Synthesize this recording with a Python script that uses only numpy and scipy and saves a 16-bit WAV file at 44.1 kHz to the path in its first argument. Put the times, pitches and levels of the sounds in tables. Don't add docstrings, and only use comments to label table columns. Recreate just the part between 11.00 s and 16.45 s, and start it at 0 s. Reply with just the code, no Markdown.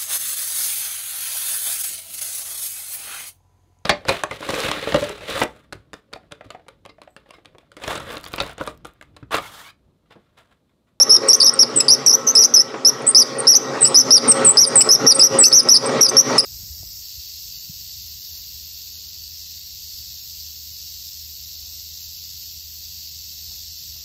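import sys
import numpy as np
from scipy import signal
from scipy.fft import rfft, irfft, next_fast_len
from scipy.io import wavfile
from scipy.ndimage import uniform_filter1d, minimum_filter1d, map_coordinates

SR = 44100
rng = np.random.default_rng(int(sys.argv[2]) if len(sys.argv) > 2 else 0)


def nominal_scale(level):
    x = np.asarray(level, float) / 20
    return 10 ** x


def digitize_waveform(pressure):
    field = np.atleast_2d(pressure).T
    bounded = np.clip(field, -1, 1)
    quanta = np.round(bounded * 32767).astype(np.int16)
    wavfile.write(sys.argv[1], SR, quanta)


N = 240331
TIME = np.arange(N) / SR

# centre_hz, width_hz, level_db
CASING_MODES = [(132.4, 8.1, -9), (607.5, 17, -3), (808, 46, -6.5), (1142, 18, -3.5), (1907, 47, -7.5),
                (2335, 30, -14)]


def contact():
    # start_s, end_s, depth (share of judder)
    ragged = [
        (.15, .172, 0.26),
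        (.295, 0.37, 1.1),
        (1.09, 1.14, 1.22),
        (1.435, 1.46, 0.86),
        (2.19, 2.23, 0.34),
        (4.44, 4.464, 1.92),
        (2.85, 2.875, 0.99),
        (1.575, 1.61, 0.89),
        (1.848, 1.856, .8),
        (4.745, 4.772, 0.43),
    ]
    # freq_hz, gain_db
    radiation = [(2000, -2.5), (2700, 1.5), (3300, -4), (3800, 0), (4300, -4), (4800, -2.5), (6200, 2.5),
                 (7200, -19.5), (7900, 1), (12000, -6.5), (13000, -15), (15500, -7)]
    # freq_hz, density_db (per Hz)
    scrape_spectrum = [(2500, -10.5), (3800, -19), (4500, -5), (7000, -23), (7900, -15), (9000, -19),
                       (12700, -30), (13300, -13), (13900, -39), (15600, -27)]
    # centre_hz, width_hz, level_db
    steel = [(3757, 21, 6), (4906, 24, -9), (5900, 24, -13), (7850, 40, -14), (8160, 13, -47),
             (12300, 30, -14)]
    # centre_hz, width_hz, level_db
    bracket = [(2685, 24, 3)]

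    low = squeal(low_bursts(), judder_hz=148.8, swing=0.024, flutter_db=1.65, octave_db=-14.0,
                 third_db=-32, rise_s=0.00053, fall_s=0.0022, sag=0.04, rough_db=-28, ragged=ragged)
    high = squeal(high_bursts(), judder_hz=166, swing=0.014, flutter_db=1.1, octave_db=-29,
                  third_db=-84, rise_s=0.0023, fall_s=0.0015, sag=0.00345, rough_db=-31.5)
    high = high + blips()
    product = nominal_scale(-5.0) * low * high
    both = filtered(low + high + product, lambda f: nominal_scale(along(radiation, f)))
    pressure = np.sqrt(np.abs(uniform_filter1d(both ** 2, size=90)))
    grains = pressure * nominal_scale(-37.0 + 4.5 * np.tanh(wobble(70))) * rng.standard_normal(N)
    scrape = filtered(grains, lambda f: nominal_scale(along(scrape_spectrum, f) + 14.5))
    return both + scrape + filtered(both, modes(steel)) + filtered(both, modes(bracket))


def low_bursts():
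    # start_s, length_s, crest_s (after start), centre_hz, swing_hz
    stroke_rows = [(0.095, 0.074, 0.049, 5470, 275), (0.288, 0.037, 0.0068, 5220, 318),
                   (0.402, 0.066, 0.05, 5255, 540), (0.591, 0.047, 0.02, 5130, 540),
                   (0.883, 0.067, 0.047, 5170, 530), (1.063, 0.052, 0.02, 5550, 119.2),
                   (1.353, 0.083, 0.05, 5465, 370), (1.539, 0.08, 0.0058, 5446, 298),
                   (1.849, 0.052, 0.035, 5425, 410), (2.148, 0.081, 0.042, 5345, 430),
                   (2.47, 0.078, 0.039, 5435, 350), (2.945, 0.073, 0.043, 5540, 453),
                   (3.107, 0.075, 0.035, 5335, 430), (3.572, 0.08, 0.04, 5487, 430),
                   (3.89, 0.07, 0.045, 5450, 331.5), (4.066, 0.06, 0.022, 5313, 510),
                   (4.196, 0.078, 0.055, 5470, 471), (4.436, 0.049, 0.044, 5640, 459),
                   (4.527, 0.081, 0.035, 5520, 440), (4.688, 0.087, 0.029, 5370, 490),
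                   (5.009, 0.058, 0.021, 5427, 370), (5.168, 0.047, 0.04, 5706, 190),
                   (5.381, 0.027, 0.049, 5850, 913)]
    # start_s, length_s, crest_s (after start), centre_hz, level_db
    catch_rows = [(0, 0.034, 0.049, 5830, -6.5), (0.331, 0.023, 0.021, 5515, -9.5),
                  (0.467, 0.029, 0.052, 5740, -10), (0.804, 0.0063, 0.06, 5214, -11),
                  (1.127, 0.027, 0.04, 6060, -8.5), (1.268, 0.045, 0.06, 6390, -11.5),
                  (1.436, 0.024, 0.046, 6070, -9.5), (2.551, 0.021, 0.021, 5710, -7.5),
                  (2.85, 0.027, 0.038, 5400, -14.5), (3.317, 0.0075, 0.074, 5280, -15.5),
                  (3.808, 0.016, 0.038, 5570, -11), (4.517, 0.0041, 0.052, 4694, -16),
                  (5.081, 0.0099, 0.045, 5320, -20), (5.089, 0.013, 0.066, 6300, -17.5)]
    shared = dict(rock_s=0.077, knee_hz=4870, db_per_khz=-3.5)
    strokes = [burst(*row, db=-6, bite=0.04, fade_db=5, edge_db=2.55, **shared) for row in stroke_rows]
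    catches = [burst(*row[:4], swing_hz=430, db=row[4], bite=0, fade_db=0, edge_db=0, **shared)
               for row in catch_rows]
    return sorted(strokes + catches, key=lambda b: b[0][0])


def high_bursts():
    # start_s, length_s, crest_s (after start), centre_hz, level_db
    high_rows = [(0.761, .052, 0.097, 8200, -10.5), (2.066, 0.047, .06, 8480, -11),
                 (2.385, 0.023, 0.0046, 8220, -20), (2.817, 0.05, 0.094, 8320, -8),
                 (2.872, 0.02, 0.041, 8750, -17.5), (3.279, 0.045, 0.098, 8730, -7),
                 (3.447, .073, .1, 8350, -7), (3.665, .023, 0.082, 9300, -15.5),
                 (3.757, .066, .1, 8250, -3.5), (4.145, 0.025, 0.054, 8870, -16.5),
                 (4.387, 0.053, .094, 8280, -5.5), (4.857, 0.02, 0.042, 8450, -22.5)]
    return [burst(*row[:4], swing_hz=521, db=row[4] - 2, rock_s=0.12, bite=0.01, knee_hz=8750,
                  db_per_khz=-8, fade_db=1.5, edge_db=6.5) for row in high_rows]


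def burst(start_s, length_s, crest_s, hz, swing_hz, db, rock_s, bite, knee_hz, db_per_khz, fade_db, edge_db):
    snag_spacing_s, snag_hz, snag_db = 0.0045, 125, 2.6
    bite_s = 0.0033
    flat_crest = 0.12
    snag = rng.standard_normal((2, 30))
    u = np.linspace(0, 1, num=int(np.clip(length_s / snag_spacing_s, 2, 28)) + 2)
    after_s = u * length_s
    turn = 2 * np.pi * (after_s - crest_s) / rock_s
    rocked_hz = hz + swing_hz * (np.cos(turn) - flat_crest * np.cos(2 * turn))
    pitch_hz = rocked_hz * (1 + bite * np.exp(-after_s / bite_s)) + snag_hz * snag[0, :len(u)]
    climb_db = db_per_khz * np.maximum(rocked_hz - knee_hz, 0) / 1000
    shape_db = -fade_db * u - edge_db * (2 * u - 1) ** 4
    level_db = db + climb_db + shape_db + snag_db * snag[1, :len(u)]
    return np.transpose([start_s + after_s, pitch_hz, level_db])


def squeal(bursts, judder_hz, swing, flutter_db, octave_db, third_db, rise_s, fall_s, sag, rough_db, ragged=()):
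    s, hz, db = np.transpose([row for b in bursts for row in b])
    gate, letting_go = np.zeros(N), np.zeros(N)
    for b in bursts:
        first_s, last_s = b[0][0], b[-1][0]
        gate += np.interp(TIME, [first_s - rise_s, first_s, last_s, last_s + fall_s], [0, 1, 1, 0]) ** 2
        letting_go += np.exp(-((TIME - last_s - fall_s) / 0.0052) ** 2)
    cycle = 2 * np.pi * np.cumsum(judder_hz * (1 + 0.2 * wobble(60))) / SR
    judder = (np.sin(cycle) + 0.64 * np.sin(2 * cycle)) * (1 + 0.44 * wobble(50)) + 0.48 * wobble(420)
    stutter = sum(depth * np.interp(TIME, [a - 0.003, a, b, b + 0.0025], [0, 1, 1, 0])
                  for a, b, depth in ragged)
    bend = 1 + swing * (1 + stutter) * judder - sag * letting_go
    phase = 2 * np.pi * np.cumsum(np.interp(TIME, s, hz) * bend) / SR
    level_db = np.interp(TIME, s, db) + 5.0 + flutter_db * wobble(330) + 2.7 * stutter * np.cos(cycle)
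    octave = nominal_scale(octave_db + 3.04 * wobble(250)) * np.sin(2 * phase)
    third = nominal_scale(third_db + 3.4 * wobble(52)) * np.sin(3 * phase)
    grit = nominal_scale(rough_db + 20 * letting_go) * wobble(3000)
    return gate * nominal_scale(level_db) * (1 + grit) * (np.sin(phase) + octave + third)


def blips(rise_s=0.0025, fall_s=0.0014, glide=0.039):
    # start_s, peak_db, pitch_hz
    blip_rows = [(0.2835, -4.5, 8050), (0.3631, -20, 8990), (0.3974, -29, 9320), (0.536, -13, 8500),
                 (1.0625, -12, 8050), (1.3499, -12.5, 7850), (1.8472, -34, 7970), (2.0197, -33, 9180),
                 (4.1917, 0.5, 7780), (4.6292, -20, 9140), (4.684, -20, 7860), (5.009, -18, 8060),
                 (2.807, -14, 8110), (5.096, -17, 8300), (5.38, -10.5, 7930)]
    out, t = np.zeros(N + SR), np.arange(-600, 600) / SR
    swell = np.where(t < 0, np.exp(t / rise_s), np.exp(-(t / fall_s) ** 2))
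    for s, db, hz in blip_rows:
        tone = np.sin(2 * np.pi * hz * (t - glide * t ** 2 / 0.01))
        out[round((s + 0.004) * SR) - 600:][:len(t)] += nominal_scale(db) * swell * tone
    return out[:N]


def machine():
    # freq_hz, density_db (per Hz)
    roar_spectrum = [(40, -53), (90, -33), (130, -8), (180, -17.5), (270, -8), (450, -15), (700, -16),
                     (1450, -15.5), (1700, -23.5), (3000, -26.5), (5500, -25), (7300, -35), (12300, -55),
                     (13200, -78)]
    # pitch_hz, wander_hz, level_db (over the roar)
    gear_tones = [(238.6, 3.3, -12.5), (262.2, 2.8, -13), (363, 9.6, -12), (393, 6.1, -14.5),
                  (435.5, 13.5, -6.5), (472, 1.9, -12.5), (540, 8.2, -5.5), (1091, 1.6, -15),
                  (1240, 3.7, -16), (1320, 2.1, -13)]
    roar = unit(filtered(patchy(3.2), lambda f: nominal_scale(along(roar_spectrum, f))))
    rattle = rng.standard_normal(N) * nominal_scale(0.66 * wobble(35) + 3.53 * wobble(140))
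    casing = unit(filtered(rattle, modes(CASING_MODES)))
    gears = np.zeros(N)
    for hz, wander_hz, db in gear_tones:
        tone = filtered(rng.standard_normal(N), lambda f: 1 / (1 + ((f - hz) / wander_hz) ** 2))
        gears += nominal_scale(db) * unit(tone)
    return nominal_scale(-2.5 + 0.57 * wobble(25.05)) * roar + nominal_scale(-8) * casing + gears


def patchy(depth_db):
    z = signal.stft(rng.standard_normal(N + 512), nperseg=512)[2]
    field = uniform_filter1d(rng.standard_normal(z.shape), size=5, axis=0)
    field = uniform_filter1d(field, size=9, axis=1)
    return signal.istft(z * nominal_scale(depth_db * unit(field)), nperseg=512)[1][:N]


def knocks(t60_s=0.11):
    # start_s, peak_db
    knock_rows = [(.229, -24), (.63, -27), (.894, -31), (1.263, -34), (1.338, -31), (1.741, -23),
                  (2.005, -28), (2.447, -27), (3.558, -23), (4.225, -29), (4.668, -27), (4.892, -19),
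                  (5.112, -26), (5.334, -21)]
    out, t = np.zeros(N + SR), np.arange(SR // 8) / SR
    for s, db in knock_rows:
        out[round(s * SR):][:len(t)] += nominal_scale(db - 60 * t / t60_s) * rng.standard_normal(len(t))
    dull = filtered(out[:N], lambda f: 1 / (1 + 1j * f / 1500) ** 3 * (f > 200))
    return nominal_scale(15.5) * dull + nominal_scale(14) * filtered(out[:N], modes(CASING_MODES))


def shop(x):
    # freq_hz, t60_s
    decay = [(200, .5), (2500, 0.25), (4500, 0.41), (6000, 0.39), (9000, 0.22), (14000, 0.39)]
    hz, t, z = signal.stft(rng.standard_normal(SR), SR, nperseg=256)
    fading = z * nominal_scale(-60 * t / along(decay, hz)[:, None])
    tail = signal.istft(fading, SR, nperseg=256)[1]
    return signal.fftconvolve(np.pad(x, (300, 0)), tail / np.linalg.norm(tail))[:N]


def ducking(x, release_s=0.029, lag_s=0.0033):
    heard = filtered(x, lambda f: np.where(f < 7000, 1, 0.25))
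    loud = np.clip(uniform_filter1d(np.abs(heard), size=130) / 0.51, 0, 1)
    keep, slow = np.exp(-1 / (release_s * SR)), np.exp(-1 / (lag_s * SR))
    releasing = signal.lfilter([1 - keep], [1, -keep], 4.0 * loud).clip(0, 1)
    held = np.maximum(loud, releasing)
    return signal.lfilter([1 - slow], [1, -slow], held)


def unit(x):
    return x / np.sqrt(np.mean(x ** 2) + 1e-20)


def along(points, hz):
    f, v = np.transpose(points)
    return np.interp(np.log(hz + 1), np.log(f + 1), v)


def wobble(rate_hz):
    return map_coordinates(rng.standard_normal(int(N * rate_hz / SR) + 4), [TIME * rate_hz])


def filtered(x, response):
    m = next_fast_len(N + SR // 2)
    return irfft(rfft(x, m) * response(np.fft.rfftfreq(m, 1 / SR)), m)[..., :N]


def modes(table):
    def response(f):
        return sum((-1) ** k * nominal_scale(db) * 1j * f * w / (c * c - f * f + 1j * f * w)
                   for k, (c, w, db) in enumerate(table))
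    return response


def scene():
    # delay_s, level_db
    early = [(.0011, -95), (.0027, -13.5), (.0046, -13), (.0071, -38), (0.0098, -20.5), (0.015, -25.5)]
    # time_s, level_db
    open_gain = [(0, -23), (.25, -24.5), (.6, -28.5), (1.1, -30.5), (1.66, -34.5), (2.0, -31.5),
                 (2.42, -27.5), (2.68, -27.5), (3.1, -20.5), (3.3, -20.5), (3.43, -20), (3.53, -27),
                 (3.75, -22), (4.05, -20.5), (4.35, -19.5), (4.7, -24.5), (4.92, -20.5), (5.35, -19.5)]
    pressed_db = -32.5
    squeak = contact()
    echoes = sum(nominal_scale(db) * np.pad(squeak, (round(s * SR), 0))[:N] for s, db in early)
    open_db = np.interp(TIME, *np.transpose(open_gain))
    gain_db = open_db - ducking(squeak) * np.maximum(open_db - pressed_db, 0)
    tail = nominal_scale(-18.5 + 0.89 * (gain_db + 30.5)) * shop(squeak)
    return (squeak + echoes + tail + nominal_scale(gain_db) * machine() + knocks())[None]


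def top_cut(x):
    return signal.sosfilt(signal.butter(12, 15970, fs=SR, output="sos"), x)


def record(dry):
    need = np.minimum(1, 0.84 / (np.abs(dry) + 1e-9))
    x = dry * uniform_filter1d(minimum_filter1d(need, size=91), size=61)
    x = x + nominal_scale(-46) * x ** 2
    x = filtered(x, lambda f: (f < 15780) * f / (f + 15 / 1j))
    return top_cut(x)


dry = scene()
out = record(dry)
digitize_waveform(out)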